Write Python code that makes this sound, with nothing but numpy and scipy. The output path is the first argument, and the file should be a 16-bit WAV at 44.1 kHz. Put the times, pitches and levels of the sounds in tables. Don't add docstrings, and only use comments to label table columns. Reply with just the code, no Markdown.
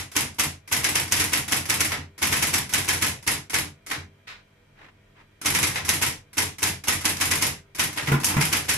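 import sys
import numpy as np
from scipy import signal
from scipy.fft import rfft, irfft
from scipy.io import wavfile
from scipy.ndimage import uniform_filter1d

SR = 44100
rng = np.random.default_rng(int(sys.argv[2]) if len(sys.argv) > 2 else 0)


def unload_wav(signal):
    wavfile.write(
        sys.argv[1],
        SR,
        np.round(np.clip(np.atleast_2d(signal).T, -1, 1) * 32767).astype(np.int16),
    )


N = 386757

T = np.arange(SR // 2) / SR
HZ = np.fft.rfftfreq(len(T), 1 / SR)

# blow_s, crack_level_db, brightness (treble tilt of the ring), key_click_level_db
LETTERS = [(-0.084, -14, -1, -35), (0.165, -9, 3, -42), (0.3957, -11.5, 5, -51), (0.7246, -12.5, 4, -41.5),
           (0.8437, -11, -1, -36), (0.955, -10.5, 0.5, -36), (1.1225, -5.5, 2, -37.5),
           (1.1984, -16, 1, -35), (1.3334, -10, 0, -37), (1.5221, -10, 0.5, -30), (1.6984, -9.5, 2, -33.5),
           (1.806, -8, 1, -36), (2.227, -15, 1.5, -40), (2.323, -22, -1, -36), (2.4253, -13.5, 1, -36),
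           (2.539, -11.5, 2.5, -36), (2.7373, -8.5, 1.5, -35), (2.888, -10, 0, -34), (3.0229, -14, 0, -37),
           (3.2763, -12, 1, -45), (3.5421, -14.5, 0, -33), (5.4596, -11, 3, -35.5), (5.5491, -14, 0.5, -35),
           (5.6301, -11.5, 1, -35), (5.8915, -6, 5, -31), (6.0231, -12.5, 1, -38), (6.381, -10, 1.5, -45),
           (6.6296, -10.5, 3.5, -36.5), (6.8833, -8, 1, -35.5), (7.0538, -10, 2.5, -35),
           (7.211, -13.5, 1, -33.5), (7.313, -11.5, -1.5, -36), (7.4235, -10.5, 4.5, -36),
           (7.795, -13, -0.5, -37), (8.245, -8, 23, -35.5), (8.41, -20, 2, -36), (8.5284, -11, -0.5, -37),
           (8.6921, -12, 2.5, -40)]
# blow_s, clack_level_db, key_click_level_db
SPACES = [(1.918, -25, -36), (3.911, -25.5, -38.5), (5.757, -25.5, -37), (7.974, -25.5, -38)]
# frequency_hz, relative_level_db (per Hz)
LEVER_COLOUR = [(30, -19), (110, -9), (300, -0.5), (520, -10), (900, -1), (1350, -6), (2000, -4),
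                (2700, -3.5), (4100, -10), (5800, -9), (8500, -11), (11000, -7), (12800, -12.5),
                (15000, -24.5)]


def amp(db):
    return 10 ** (np.asarray(db) / 20)


def read(points, hz):
    f, value = np.transpose(points)
    return np.interp(np.log(hz + 1), np.log(f + 1), value)


def evened(x, size=None):
    if size is None:
        return x / np.sqrt(np.mean(x ** 2) + 1e-20)
    power = uniform_filter1d(np.atleast_2d(x ** 2).mean(0), size, mode="constant")
    return x / np.sqrt(power.max() + 1e-20)


def add(mix, s, sound):
    start = round(s * SR)
    sound = sound[..., max(-start, 0):]
    part = mix[:, max(start, 0):][:, :sound.shape[-1]]
    part += sound[..., :part.shape[1]]


def smooth_noise(shape, size):
    return evened(uniform_filter1d(rng.standard_normal(shape), size=size))


def noise_pair(hz):
    # frequency_hz, correlation
    likeness = [(100, .99), (180, 0.94), (350, 0.59), (650, 0), (1400, 0.28), (3000, 0), (12000, 0)]
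    a, b = rng.standard_normal((2, len(hz))) + 1j * rng.standard_normal((2, len(hz)))
    same = np.clip(read(likeness, hz), -1, 1)
    return np.array([a, same * a + np.sqrt(1 - same ** 2) * b])


def mode(hz, t60, rise_s):
    t = np.arange(SR) / SR
    swing = np.sin(2 * np.pi * hz * t) * np.exp(-np.log(1000) * t / t60)
    return evened(swing * (1 - np.exp(-t / rise_s)), size=1100)


def metal_frame(width_hz=24, widening=.004, lean_db=1.8):
    # frequency_hz, lift_db
    resonances = [(301, 7.7), (420, 4.4), (797, 4.3), (926, 3.5), (1023, 5.2), (1701, 4.3), (1884, 3.7),
                  (2003, 4.1), (2110, 3.4), (2272, 4.9), (2412, 3.3), (2713, 3.9), (3144, 3.4), (3478, 3.3),
                  (3790, 3.9), (3919, 3.9), (4145, 3.1), (4867, 3.3), (4963, 4.5), (5146, 3.6), (5405, 4.2),
                  (5545, 4.8), (5954, 5.0), (6568, 3.5), (7235, 4.3), (7440, 4.4), (7860, 4.0), (9141, 4.0),
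                  (10745, 4.9), (11305, 4.9)]
    lift_db = np.zeros(len(HZ))
    for hz, db in resonances:
        bandwidth_hz = width_hz + widening * hz
        lift_db += db / (1 + (2 * (HZ - hz) / bandwidth_hz) ** 2)
    lean = lean_db * np.tanh((HZ - 7500) / 2500) * np.minimum(HZ / 12000, 1) ** 2
    return noise_pair(HZ), amp(lift_db + np.array([[-1], [1]]) * lean)


def clatter(frame, colour, brightness=0, rise_s=0.0012, snap=0.2, snap_s=0.0069, varied_db=2,
            tail_s=0.098, rattle_db=1.73):
    # frequency_hz, t60_s
    decay = [(80, 0.94), (300, 0.45), (900, 0.41), (2200, 0.35), (6000, 0.37), (11000, 0.24), (15000, 0.2)]
    fixed, lift = frame
    repeat = .38
    tilt_db = brightness * .5 * np.tanh(2 * np.log((HZ + 1) / 3500)) * HZ / (HZ + 500)
    variation_db = varied_db * smooth_noise(len(HZ), size=30)
    spectrum = (np.sqrt(repeat) * fixed + np.sqrt(1 - repeat) * noise_pair(HZ)) * lift
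    steady = irfft(spectrum * amp(read(colour, HZ) + tilt_db + variation_db))

    hz, t, z = signal.stft(steady, SR, nperseg=256)
    dying = z * amp(-60 * t / read(decay, hz)[:, None])
    ring = signal.istft(dying, SR, nperseg=256)[1][:, :len(T)]

    tail_fall = amp(-np.square(np.square(T / tail_s)))
    attack = (1 - np.exp(-T / max(rise_s, 1e-4))) ** 2
    chatter = smooth_noise(len(T), size=110)
    rattle = amp(rattle_db * chatter * np.exp(-T / 0.051))
    head = 1 + snap * np.exp(-T / snap_s)
    return evened(ring * rattle * tail_fall * attack * head, size=1100)


def strokes():
    return np.sort([row[0] for row in LETTERS + SPACES])


def motor(waver=.3, whir_db=-61.2, uneven_db=3.2):
    # frequency_hz, rms_level_db (before the waver)
    hum_lines = [(33, -69), (79, -72.5), (100, -65), (141, -68.5), (148, -72.5), (199, -70), (299, -75.5),
                 (398, -75.5), (530, -88), (660, -76.5), (991, -84), (1303, -87), (1437, -86.5),
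                 (1852, -83), (2385, -77.5), (3165, -83.5), (3951, -86), (5744, -91.5)]
    # frequency_hz, relative_level_db (per Hz)
    whir_colour = [(15, -9.5), (35, -3), (55, -10.5), (90, -1.5), (150, -6), (240, -12.5), (500, -12),
                   (1200, -18.5), (2100, -16), (3000, -19.5), (4500, -28), (5700, -30), (8500, -34),
                   (16000, -40)]
    hz, t = np.fft.rfftfreq(N, 1 / SR), np.arange(N) / SR
    variation_db = uneven_db * smooth_noise(len(hz), size=180)
    whir = evened(irfft(noise_pair(hz) * amp(read(whir_colour, hz) + variation_db), N))

    knots = np.linspace(0, t[-1], num=70)
    hum = np.zeros(N)
    for line_hz, db in hum_lines:
        swell = np.interp(t, knots, rng.standard_normal(len(knots)))
        drift = np.interp(t, knots, rng.standard_normal(len(knots)))
        line = np.sin(2 * np.pi * line_hz * t + 2 * waver * drift)
        hum += amp(db) * np.sqrt(2) * (1 + waver * swell) * line
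    return amp(whir_db) * whir + hum


def spring(hz=398, t60=1.5, letter_db=-64, space_db=-58):
    out = np.zeros((2, N))
    note = mode(hz, t60, rise_s=0.011)
    for rows, db in [(LETTERS, letter_db), (SPACES, space_db)]:
        for s, *_ in rows:
            add(out, s, amp(db) * rng.choice([-1, 1]) * note)
    return out


def shift(frame):
    # landing_s, thump_level_db, clunk_level_db
    landings = [(8.081, -26, -27.5), (8.117, -20, -21), (8.138, -24, -30), (8.298, -45, -29.5),
                (8.339, -45, -29), (8.366, -20.3, -20.5)]
    # frequency_hz, relative_level_db, t60_s
    basket_modes = [(85, -6, 0.12), (141, 4.5, .2), (173, -15, 0.1), (240, -7, 0.16), (312, -10, 0.2),
                    (415, -12, 0.25), (640, -17, 0.18), (927, -21, 0.16)]
    # frequency_hz, relative_level_db (per Hz)
    clunk_colour = [(30, -14), (70, 1), (150, 5), (400, -2), (570, -10), (850, -1), (1500, -6),
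                    (2400, -5.5), (4000, -20), (15000, -20)]
    out = np.zeros((2, N))
    for s, thump_db, clunk_db in landings:
        thump = sum(amp(db) * mode(hz, t60, rise_s=0.0025) for hz, db, t60 in basket_modes)
        add(out, s, amp(thump_db) * evened(thump, size=1100))
        add(out, s, amp(clunk_db) * clatter(frame, clunk_colour, snap=0.6, snap_s=0.035, varied_db=4.0))
    return out


def carriage(frame, desk_hz=87, case_hz=142, desk_db=-40.5, case_db=-42.0, knock_db=-43,
             step_s=0.057, desk_lag_s=.013, scatter_s=.003, uneven_db=1.6):
    # frequency_hz, relative_level_db (per Hz)
    knock_colour = [(30, -22), (60, -5.5), (200, 0.5), (320, -6), (520, -16.5), (1500, -15.5), (15000, -44)]
    out = np.zeros((2, N))
    for s in strokes():
        late, low, high, desk_force, case_force = rng.standard_normal(5)
        stop_s = s + step_s + scatter_s * late
        add(out, stop_s - .006, amp(knock_db) * clatter(frame, knock_colour, rise_s=0.0015))
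        case = mode(case_hz * (1 + 0.015 * high), t60=0.29, rise_s=0.0038)
        add(out, stop_s, amp(case_db + uneven_db * case_force) * case)
        desk = mode(desk_hz * (1 + .014 * low), t60=0.34, rise_s=.007)
        add(out, stop_s + desk_lag_s, amp(desk_db + uneven_db * desk_force) * desk)
    return out


def keyboard(frame, key_brightness=0.5, latch_db=-10, grain_db=2.2,
             key_lead_s=0.0465, usual_key_db=-35, slower_s_per_db=0.0005):
    # clack_s, clack_level_db, key_click_level_db
    shift_key = [(8.072, -26.5, -39), (8.296, -35, -40)]
    # nudge_s, level_db, brightness (treble tilt)
    nudges = [(4.269, -39.5, 0), (4.295, -43, -6)]
    # start_s, level_db, length_s
    brushes = [(4.738, -49.5, 0.2), (5.135, -53, 0.13)]
    # frequency_hz, relative_level_db (per Hz)
    click_colour = [(30, -24), (110, -7), (300, -3.5), (520, -8), (900, -5.5), (1350, -3), (2000, 0),
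                    (2700, -4), (4100, -7.5), (5800, -3.5), (8500, -7.5), (11000, -1.5), (12800, -14),
                    (15000, -17)]
    nudge_colour = [(30, -24), (300, -13), (1000, -7), (1500, 2), (2300, 1), (4000, -4), (6000, -13),
                    (9000, -19), (15000, -28)]
    clack_colour = [(30, -21.5), (110, -6), (300, -20.5), (520, -8), (900, -6.5), (1350, -5), (2000, -0.5),
                    (2700, -4), (4100, -11), (5800, -12), (8500, -16.5), (11000, -13), (12800, -21),
                    (15000, -33)]
    brush_colour = [(100, -12), (300, -2), (600, -3), (1000, -1), (1900, 1.5), (3000, -6.5), (5000, -17.5),
                    (15000, -40)]
    out = np.zeros((2, N))
    for s, *_, click_db in LETTERS + SPACES + shift_key:
        lead_s = key_lead_s + slower_s_per_db * (usual_key_db - click_db)
        click = clatter(frame, click_colour, key_brightness, rise_s=.0018, snap=.8, snap_s=0.0024)
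        add(out, s - lead_s, amp(click_db) * click)
    for s, db, brightness in nudges:
        nudge = clatter(frame, nudge_colour, brightness, rise_s=.005, snap=.8, snap_s=0.0024)
        add(out, s, amp(db) * nudge)
    for s, db, _ in SPACES + shift_key:
        add(out, s - .014, amp(db + latch_db) * clatter(frame, LEVER_COLOUR, rise_s=.002))
        add(out, s - .001, amp(db) * clatter(frame, clack_colour, snap_s=.008))
    for s, db, length_s in brushes:
        rub = evened(irfft(noise_pair(HZ) * frame[1] * amp(read(brush_colour, HZ))))
        catching = amp(grain_db * smooth_noise(len(T), size=260))
        stroke = np.sin(np.pi * np.minimum(T / length_s, 1)) ** 2
        add(out, s, amp(db) * rub * catching * stroke)
    return out


def crack(ripple_db=2.5, desk=.38, wall=.35, far=.18):
    # frequency_hz, relative_level_db (per Hz)
    crack_colour = [(30, -35), (110, -21), (300, -12), (520, -9.5), (900, -18), (1350, -4.5), (2000, -5.5),
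                    (2700, 2.5), (4100, -14.5), (5800, 4.5), (8500, -5.5), (11000, 0.5), (12800, -13),
                    (15000, -19)]
    hz = np.fft.rfftfreq(1024, 1 / SR)
    out = np.zeros((2, len(T)))
    for delay_s, gain in [(0, 0.52), (.002, desk), (.0047, wall), (.0096, far)]:
        ripple = smooth_noise((2, len(hz)), size=18)
        cepstrum = irfft(np.log(amp(read(crack_colour, hz) + ripple_db * ripple)))
        cepstrum[:, 1:512] *= 2
        cepstrum[:, 513:] = 0
        pulse = evened(irfft(np.exp(rfft(cepstrum))), size=52)
        for side in range(2):
            arrival_s = delay_s * (1 + 0.046 * rng.standard_normal())
            add(out[side:side + 1], arrival_s, gain * pulse[side])
    return out


def typebars(frame, ring_db=-20.5, lever_db=-28, lever_lead_s=.0125, landing_db=-25.5, landing_s=0.0415,
             bounce_db=-29.5, kick_db=-41.5, kick_hz=90, scatter_s=.0015):
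    # frequency_hz, relative_level_db (per Hz)
    ring_colour = [(30, -23.5), (110, -10), (300, -7), (520, -12), (900, -7.5), (1350, -3.5), (2000, 2),
                   (2700, -2), (4100, -7), (5800, -4), (8500, -8), (11000, -3.5), (12800, -14.5),
                   (15000, -17.5)]
    landing_colour = [(30, -17), (110, 1.5), (300, -7), (520, -6.5), (900, -5), (1350, -7.5), (2000, 0.0),
                      (2700, -1), (4100, -7.5), (5800, -6.5), (8500, -5.5), (11000, 0.5), (12800, -9),
                      (15000, -16.5)]
    out = np.zeros((2, N))
    for s, hit_db, brightness, _ in LETTERS:
        force, lead, bounce, fall = rng.standard_normal(4)
        flung_s = s - lever_lead_s + .0006 * lead
        add(out, flung_s, amp(lever_db + .7 * force) * clatter(frame, LEVER_COLOUR, rise_s=0.0028))
        recoil = mode(kick_hz * (1 + 0.04 * bounce), t60=0.16, rise_s=.009)
        add(out, flung_s + .007, amp(kick_db) * recoil)

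        add(out, s, amp(hit_db) * crack())
        ring = clatter(frame, ring_colour, brightness - 0.5, rise_s=0.00091, snap=0.4, snap_s=0.022)
        add(out, s, amp(ring_db) * ring)

        guide = clatter(frame, landing_colour, -6.5, rise_s=0.0011, snap=0.78, snap_s=0.0014)
        add(out, s + .017 + .003 * bounce, amp(bounce_db) * guide)
        rest = clatter(frame, landing_colour, 2.0, rise_s=0.00043, snap=0.18, snap_s=0.0053)
        add(out, s + landing_s + scatter_s * fall, amp(landing_db) * rest)
    return out


def scene():
    frame = metal_frame()
    background = motor() + spring()
    return background + shift(frame) + carriage(frame) + keyboard(frame) + typebars(frame)


def record(dry, edge_hz=15500):
    rounded = dry / (1 + dry ** 4) ** .25
    low_pass = signal.firwin(255, edge_hz, window=("kaiser", 9), fs=SR)
    return signal.oaconvolve(rounded, low_pass[None], "same")


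dry = scene()
out = record(dry)
unload_wav(out)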